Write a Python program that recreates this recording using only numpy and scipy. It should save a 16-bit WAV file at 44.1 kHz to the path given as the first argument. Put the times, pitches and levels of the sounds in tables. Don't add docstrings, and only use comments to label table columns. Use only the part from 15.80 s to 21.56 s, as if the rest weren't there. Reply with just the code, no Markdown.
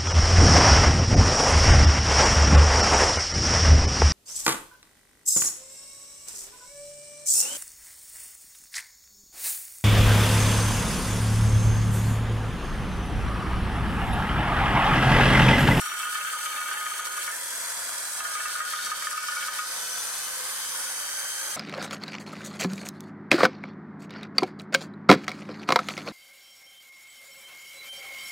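import sys
import numpy as np
from scipy import signal
from scipy.fft import rfft, irfft, next_fast_len
from scipy.io import wavfile
from scipy.ndimage import uniform_filter1d, map_coordinates

SR = 44100
rng = np.random.default_rng(int(sys.argv[2]) if len(sys.argv) > 2 else 0)


def output_pcm(signal):
    pcm = np.clip(np.atleast_2d(signal).T, -1, 1) * 32767
    wavfile.write(sys.argv[1], SR, np.round(pcm).astype(np.int16))


N = 254060


def amp(db):
    return 10 ** (np.asarray(db) / 20)


def unit(x):
    return x / np.sqrt(np.mean(x ** 2) + 1e-20)


def along(points, hz):
    f, v = np.transpose(points)
    return np.interp(np.log(hz + 1), np.log(f + 1), v)


def curves(rows):
    s, *columns = np.transpose(rows)
    t = np.arange(N) / SR
    return [np.interp(t, s, column) for column in columns]


def bump(middle, half_length):
    return np.exp(-((np.arange(N) / SR - middle) / half_length) ** 2)


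def wobble(rate):
    at = np.arange(N) * rate / SR
    steps = np.arange(0, at[-1] + 1, 1 / 10)
    knots = rng.standard_normal(int(at[-1]) + 4)
    return np.interp(at, steps, map_coordinates(knots, [steps]))


def filtered(x, response):
    m = next_fast_len(N + SR // 2)
    return irfft(rfft(x, m) * response(np.fft.rfftfreq(m, 1 / SR)), m)[..., :N]


def staggered(pair, lead):
    sides = np.array([[1], [-1]])
    return filtered(pair, lambda hz: np.exp(.5j * sides * lead(hz)))


# frequency_hz, likeness
LIKENESS = [(60, 0.71), (150, 0.73), (380, 0.94), (700, 0.94), (1290, 0.86), (1800, 1), (2400, 0.3),
            (4400, 0)]


def spread(pair):
    def mid_side(hz):
        turn = np.arccos(np.clip(along(LIKENESS, hz), 0, 1)) / 2
        return np.array([np.cos(turn), np.sin(turn)])
    mid, side = filtered(pair, mid_side)
    return np.array([mid + side, mid - side])


def rush(spectrum, grain_db, patchy_db):
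    grains = rng.standard_normal((2, N)) * amp(grain_db * wobble(3000))
    z = signal.stft(grains, nperseg=2048)[2]
    field = rng.standard_normal(z.shape)
    field = uniform_filter1d(field, size=3, axis=1)
    field = uniform_filter1d(field, size=24, axis=2)
    patchy = signal.istft(z * amp(patchy_db * unit(field)), nperseg=2048)[1][:, :N]
    coloured = filtered(patchy, lambda hz: amp(along(spectrum, hz)))
    return unit(spread(coloured))


# frequency_hz, relative_level_db
AIR_COLOUR = [(25, -21), (60, -29), (150, -22.5), (280, -14), (420, -10.5), (530, -4), (800, -5), (920, 3),
              (1120, 1), (1550, 6), (2100, 0.5), (2800, -6), (3120, -19), (3700, -23), (15000, -78)]
# time_s, opening_db
VENT_OPENING = [(0, -3.5), (.8, -2), (1.3, -1.5), (2.1, 0), (2.8, -2.5), (3.4, -4.5), (4, -0.5), (5, -1),
                (5.76, -0.5)]
FAN_DB, FAN_LAG_S = -40, 0.0001


def fan():
    level_db = FAN_DB + curves(VENT_OPENING)[0] + 0.76 * wobble(16)
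    air = amp(level_db) * rush(AIR_COLOUR, grain_db=1.5, patchy_db=2.5)
    return staggered(air, lambda hz: -2 * np.pi * hz * FAN_LAG_S)


def mains():
    return np.sin(2 * np.pi * 100 * np.arange(N) / SR)


# time_s, speed_turns_per_s
MOTOR_SPEED = [(0, 469), (.13, 485), (.3, 499.5), (.65, 518), (.95, 526.8), (1.5, 538.6), (1.8, 547),
               (2.05, 552), (2.55, 541), (3.05, 527), (3.3, 512), (3.55, 502), (3.95, 507), (4.25, 505),
               (4.55, 508.3), (5.04, 516.5), (5.35, 517), (5.55, 524), (5.76, 528)]


def motor_angle(ripple=0.00099):
    shiver = .0023 * wobble(110)
    speed = curves(MOTOR_SPEED)[0] * (1 + shiver + ripple * mains())
    return 2 * np.pi * np.cumsum(speed) / SR


# multiple_of_motor_speed, level_db, gain_db_per_db_of_vent_opening, skirt_over_core_factor
MOTOR_TONES = [(1, -57, 4, 0.57), (3, -52.5, 0, 0.7), (6, -49, 3.5, 1.1), (9, -55.5, 3.5, 1.2),
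               (12, -46.5, 0.7, 0.67), (15, -56, 1, 2.5), (18, -45, 2.8, 1.3), (24, -54, 2, 1.2)]
# multiple_of_motor_speed, middle_s, half_length_s, gain_db
TONE_SWELLS = [(3, 3.3, 1, 10.5), (6, 5.12, 0.65, 6.5), (9, 5.3, 0.82, 9), (12, 0.042, 0.18, 5),
               (12, 4, 0.34, 3), (12, 5.25, 0.45, 8), (15, 2.35, 1, 15), (18, 4.83, 0.62, 6.5),
               (24, 4.7, 0.66, 9)]


def whine(angle, drift_db=4.0, throb=0.14):
    def tone(order, rough):
        drift = amp(drift_db * np.array([wobble(8.2), wobble(11.0)]))
        core = drift * np.exp(1j * np.array([wobble(5.4), wobble(6)]))
        skirt = rough * np.array([wobble(280) + 1j * wobble(280) for _ in range(2)])
        wave = np.real((core + skirt) * np.exp(1j * order * angle))
        return unit((1 + throb * mains()) * wave)

    def swell_db(order):
        return sum(db * bump(s, half) for k, s, half, db in TONE_SWELLS if round(k) == order)

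    opening_db, = curves(VENT_OPENING)
    out = amp(-80.0) * mains()
    for multiple, db, follow, rough in MOTOR_TONES:
        order = round(multiple)
        level_db = db + follow * opening_db + swell_db(order)
        out = out + amp(level_db) * tone(order, rough)
    return out


# middle_s, half_length_s, pressure_db
PRESSURE_SHOVES = [(.01, 0.017, 2.5), (.34, 0.041, 1), (.65, 0.021, 2.5), (1.152, 0.012, -1.5),
                   (1.233, 0.019, -4), (1.259, .012, 3), (1.3, .018, -3.5), (1.416, 0.051, 2),
                   (2.384, 0.016, 1), (2.425, .012, -3), (2.52, 0.015, 0.5), (2.64, 0.017, -0.5),
                   (2.72, 0.018, 1.5), (2.828, 0.038, -3.5), (2.885, 0.011, 1), (3.0, 0.014, -2),
                   (3.062, 0.0065, 2.5), (3.14, .012, -2), (3.176, 0.013, 0), (3.24, 0.017, 1.5),
                   (3.296, 0.012, -2.5), (3.365, .012, -1.5), (3.418, 0.023, -1.5), (3.46, .012, -1),
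                   (3.62, .012, 0), (3.707, 0.023, -3.5), (3.765, .018, 0), (3.84, 0.045, -2)]


def shoves_db():
    return sum(db * bump(s, half) for s, half, db in PRESSURE_SHOVES)


CATCH_S = 0.09


def on_edge(start, end):
    t = np.arange(N) / SR
    return np.clip(.5 + np.minimum(t - start, end - t) / CATCH_S, 0, 1)


# frequency_hz, relative_level_db, t60_s
RIM_MODES = [(1230, -9, .27), (1247, 1.5, .19), (1289, -3.5, .04), (1447, -1.5, .19), (1514, -15, .25),
             (1573, -2.5, .04), (1650, -16.5, .25), (1765, -3.5, .09), (1892, -8, .04), (2090, -20, .16),
             (2264, -8, .12), (2345, -15.5, .12), (2659, -4, .045), (2891, -15.5, .1), (2997, -12, .1),
             (3136, -7.5, .11), (3275, -14, .09), (3612, -8, .05), (4305, -9.5, .045)]
# start_s, end_s, first_ringing_db, last_ringing_db, brightness_db_per_octave
EDGE_RIDES = [(0.012, 1.51, -36.5, -40, 5), (2.403, 3.837, -42.5, -41, 4)]
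FACE_RING_DB = -51
SHOVE_RING = 0.86


def drag(low_hz=1130, steadiness=0.79):
    def resonance(f):
        power = 0
        for hz, db, t60 in RIM_MODES:
            half_width = np.log(1000) / (2 * np.pi * t60)
            power = power + t60 * amp(db) ** 2 / ((f - hz) ** 2 + half_width ** 2)
        return np.sqrt(power * f) * np.minimum(f / low_hz, 1) ** 6

    friction = rng.standard_normal((2, N)) * amp(3.5 * wobble(120))
    singing = unit(spread(filtered(friction, resonance)))
    energy = uniform_filter1d(np.mean(singing ** 2, axis=0), size=SR // 50)
    swing = np.sqrt(np.abs(energy) + 1e-6)
    singing = unit(singing / swing ** steadiness)
    out = amp(FACE_RING_DB) * singing
    for start, end, first_db, last_db, tilt_db in EDGE_RIDES:
        level_db, = curves([(start, first_db), (end, last_db)])
        tilt = lambda hz: amp(tilt_db * np.log2(np.maximum(hz / low_hz, 1)))
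        out = out + on_edge(start, end) * amp(level_db) * unit(filtered(singing, tilt))
    return out * amp(SHOVE_RING * shoves_db())


DEEP_BELOW_HZ = 1350


def ring(length, scatter_db=5.5):
    t = np.arange(SR // 5) / SR
    hz, db, t60 = np.array(RIM_MODES).T[:, :, None]
    landing = 1 - np.exp(-t / .0008)
    choke = 1 + .7 * amp(-60 * t / .06)
    decay = amp(db - 60 * t / (t60 * length))
    modes = t60 ** (1 / 4) * decay * landing * choke
    size, phase, skew = rng.standard_normal((3, len(RIM_MODES), 1))
    angle = 2 * np.pi * hz * t + phase * (hz / 1900) ** 2
    skew = skew * (hz / 2500) ** 2
    waves = np.array([amp(scatter_db * size) * modes * np.sin(angle + side * skew) for side in (1, -1)])
    contact = signal.butter(2, 1950, "low", fs=SR, output="sos")
    radiate = signal.butter(6, 1100, "high", fs=SR, output="sos")
    path = np.vstack([contact, radiate])
    deep = hz[:, 0] < DEEP_BELOW_HZ
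    parts = [signal.sosfilt(path, waves[:, group].sum(axis=1)) for group in (deep, ~deep)]
    return [part / np.std(part[:, :SR // 80]) for part in parts]


# start_s, deep_modes_db, overtones_db, t60_factor
EDGE_BOUNCES = [(0.0153, -40, -37, 0.93), (0.0568, -32, -39, 1.1), (0.071, -33, -39, 1.5),
                (0.1143, -32, -36, 1.7), (0.1417, -35.5, -34.5, 2.2), (0.198, -31.5, -41, 1.6),
                (0.229, -39, -34.5, 1.5), (0.2503, -32, -36, 1.5), (0.268, -36, -35, 1.7),
                (0.3242, -39, -33, 1.6), (0.353, -30.0, -31, 1.7), (0.382, -33, -36, 2),
                (0.41, -39, -35, 1.6), (0.446, -32.5, -35, 1.3), (0.4698, -37, -31.5, 6.4),
                (0.532, -32, -36, 1.1), (0.5502, -33.5, -44, 1.5), (0.5916, -41, -53, 0.6),
                (0.6565, -31.5, -33, 1.4), (0.711, -36, -43, 1), (0.729, -39, -36, 1.4),
                (0.761, -34, -35, 1.1), (0.7776, -33.5, -35.5, 3.7), (0.813, -34, -32, 1.5),
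                (0.857, -38, -39, 1.2), (0.884, -32.5, -33.5, 1.8), (0.9103, -31.5, -34, 1.7),
                (0.937, -33.0, -35.5, 3.2), (0.97, -44, -33, 2.3), (1.01, -36.5, -35, 1.5),
                (1.064, -31, -34.5, 0.58), (1.117, -32.5, -43, 0.4), (1.1927, -32, -39, 1.7),
                (1.2683, -33, -35.5, 1.1), (1.3765, -30.5, -40, 0.44), (1.476, -33.5, -32, 0.99),
                (2.4017, -34, -35, 1.1), (2.4486, -33.5, -31, 1.4), (2.513, -58, -42, 1.1),
                (2.5513, -28.5, -38, 3.5), (2.6014, -35.5, -32.5, 1.8), (2.6537, -31.5, -35, 2.5),
                (2.692, -37, -38, 2.3), (2.752, -32, -32, 3.8), (2.8021, -28, -34, 4.3),
                (2.8635, -55, -35, 1.3), (2.9337, -29.5, -36, 2.4), (2.9885, -74, -32.5, 0.86),
                (3.0676, -35, -35, 0.68), (3.1153, -27, -36, 1.1), (3.173, -38.5, -50, 0.42),
                (3.2221, -32.5, -34, 1.5), (3.269, -30.5, -31.5, 0.36), (3.31, -35.5, -37, 1.3),
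                (3.3287, -31, -42, 2.1), (3.376, -27.5, -37, 2.7), (3.4362, -32.5, -35, 1.3),
                (3.4836, -29.5, -33.5, 2.6), (3.5195, -40, -32.5, 3), (3.5673, -33.5, -31.5, 1.3),
                (3.6076, -47, -33.5, 1.4), (3.625, -40, -31.5, 1.1), (3.681, -29, -35, 1.1),
                (3.7886, -30, -32, 1.55)]


def bounces(deep_db=-1.07, overtone_db=-0.64, smother_s=0.0026):
    out = np.zeros((2, N + SR))
    gaps = np.diff([row[0] for row in EDGE_BOUNCES], append=N / SR)
    for (s, low_db, high_db, length), gap in zip(EDGE_BOUNCES, gaps):
        deep, overtones = ring(length)
        blow = amp(low_db + deep_db) * deep + amp(high_db + overtone_db) * overtones
        t = np.arange(blow.shape[1]) / SR
        smother = np.clip((gap - t) / smother_s, 0, 1)
        out[:, round(s * SR):][:, :blow.shape[1]] += smother * blow
    return out[:, :N]


# frequency_hz, left_lead_rad
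RIM_PHASE = [(300, 0), (900, -2.3), (1260, -0.61), (1450, 0.73), (1780, -0.96), (2300, -0.45), (3100, 1)]


def rim():
    return staggered(drag() + bounces(), lambda hz: along(RIM_PHASE, hz))


SCRAPE_DB, EDGE_SCRAPE_DB = -36.5, -0.5
BITE_DB, BITE_LEAD_S, BITE_S = 3.5, 0.0046, 0.011
LIFT_DB, LIFT_LAG_S, LIFT_S = -3.5, 0.019, 0.034


def pressure_db(edge):
    hardest_db = max(row[1] for row in EDGE_BOUNCES)
    hops = 0
    for s, db, *rest in EDGE_BOUNCES:
        bite = BITE_DB * bump(s - BITE_LEAD_S, BITE_S)
        lift = LIFT_DB * bump(s + LIFT_LAG_S, LIFT_S)
        hops = hops + amp(db - hardest_db) * (bite + lift)
    unsteady_db = .4 * edge * wobble(20) + .5 * wobble(45)
    return SCRAPE_DB + hops + shoves_db() + edge * EDGE_SCRAPE_DB + unsteady_db


# frequency_hz, relative_level_db
RASP_COLOUR = [(1500, -20.5), (2400, -5.5), (2750, -8.5), (3100, -5), (3500, -1), (3850, -1), (4350, 0.5),
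               (4620, 3), (4780, 0.5), (4980, 1.5), (5200, 1), (5600, 2), (6100, 1.5), (7000, -2.5),
               (9000, -40), (16000, -38)]
HISS_COLOUR = [(2000, -23.5), (5000, -19), (6400, -6), (7050, -3.5), (7800, 2.5), (9500, 2), (10500, -2),
               (12000, -3.5), (13500, -9), (16000, -16.5)]
# time_s, level_db
RASP_LEVEL = [(0, -12), (.8, -11), (1.3, -10.5), (1.8, -9), (2.8, -6.5), (3.3, -7), (4.0, -5.5), (4.6, -7),
              (5.76, -8)]
# middle_s, rasp_gain_db
WIRE_SNAGS = [(.92, 7), (1.26, 4.5), (3.48, 2)]
# time_s, depth_factor
CUP_FLUTTER = [(0, 0.77), (1.3, 1.5), (1.9, 0.99), (2.4, 1.1), (4, 0.36), (5.76, .4)]
RASP_GAIN_DB, HISS_GAIN_DB = 5.5, 1.37
SNAG_S = 0.012


def wires(spindle, edge):
    uneven = .085 * np.sin(spindle) + .075 * np.sin(2 * spindle) + .055 * np.cos(3 * spindle)
    rock = .045 * np.sin(spindle / 2)
    buzz = .05 * mains()
    press = (1 + curves(CUP_FLUTTER)[0] * uneven + rock + buzz) * amp(pressure_db(edge))
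    snag_db = sum(db * bump(s, SNAG_S) for s, db in WIRE_SNAGS)
    rasp_db = curves(RASP_LEVEL)[0] + snag_db + RASP_GAIN_DB
    rasp = amp(rasp_db) * rush(RASP_COLOUR, grain_db=2.3, patchy_db=4.3)
    hiss = amp(HISS_GAIN_DB) * rush(HISS_COLOUR, grain_db=1.8, patchy_db=2.0)
    return press * (rasp + hiss)


GEAR_RATIO = 13


def scene():
    angle = motor_angle()
    edge = sum(on_edge(start, end) for start, end, *levels in EDGE_RIDES)
    return fan() + whine(angle) + rim() + wires(angle / GEAR_RATIO, edge)


TOP_HZ = 15870


def record(dry):
    return filtered(dry, lambda hz: hz < TOP_HZ)


dry = scene()
out = record(dry)
output_pcm(out)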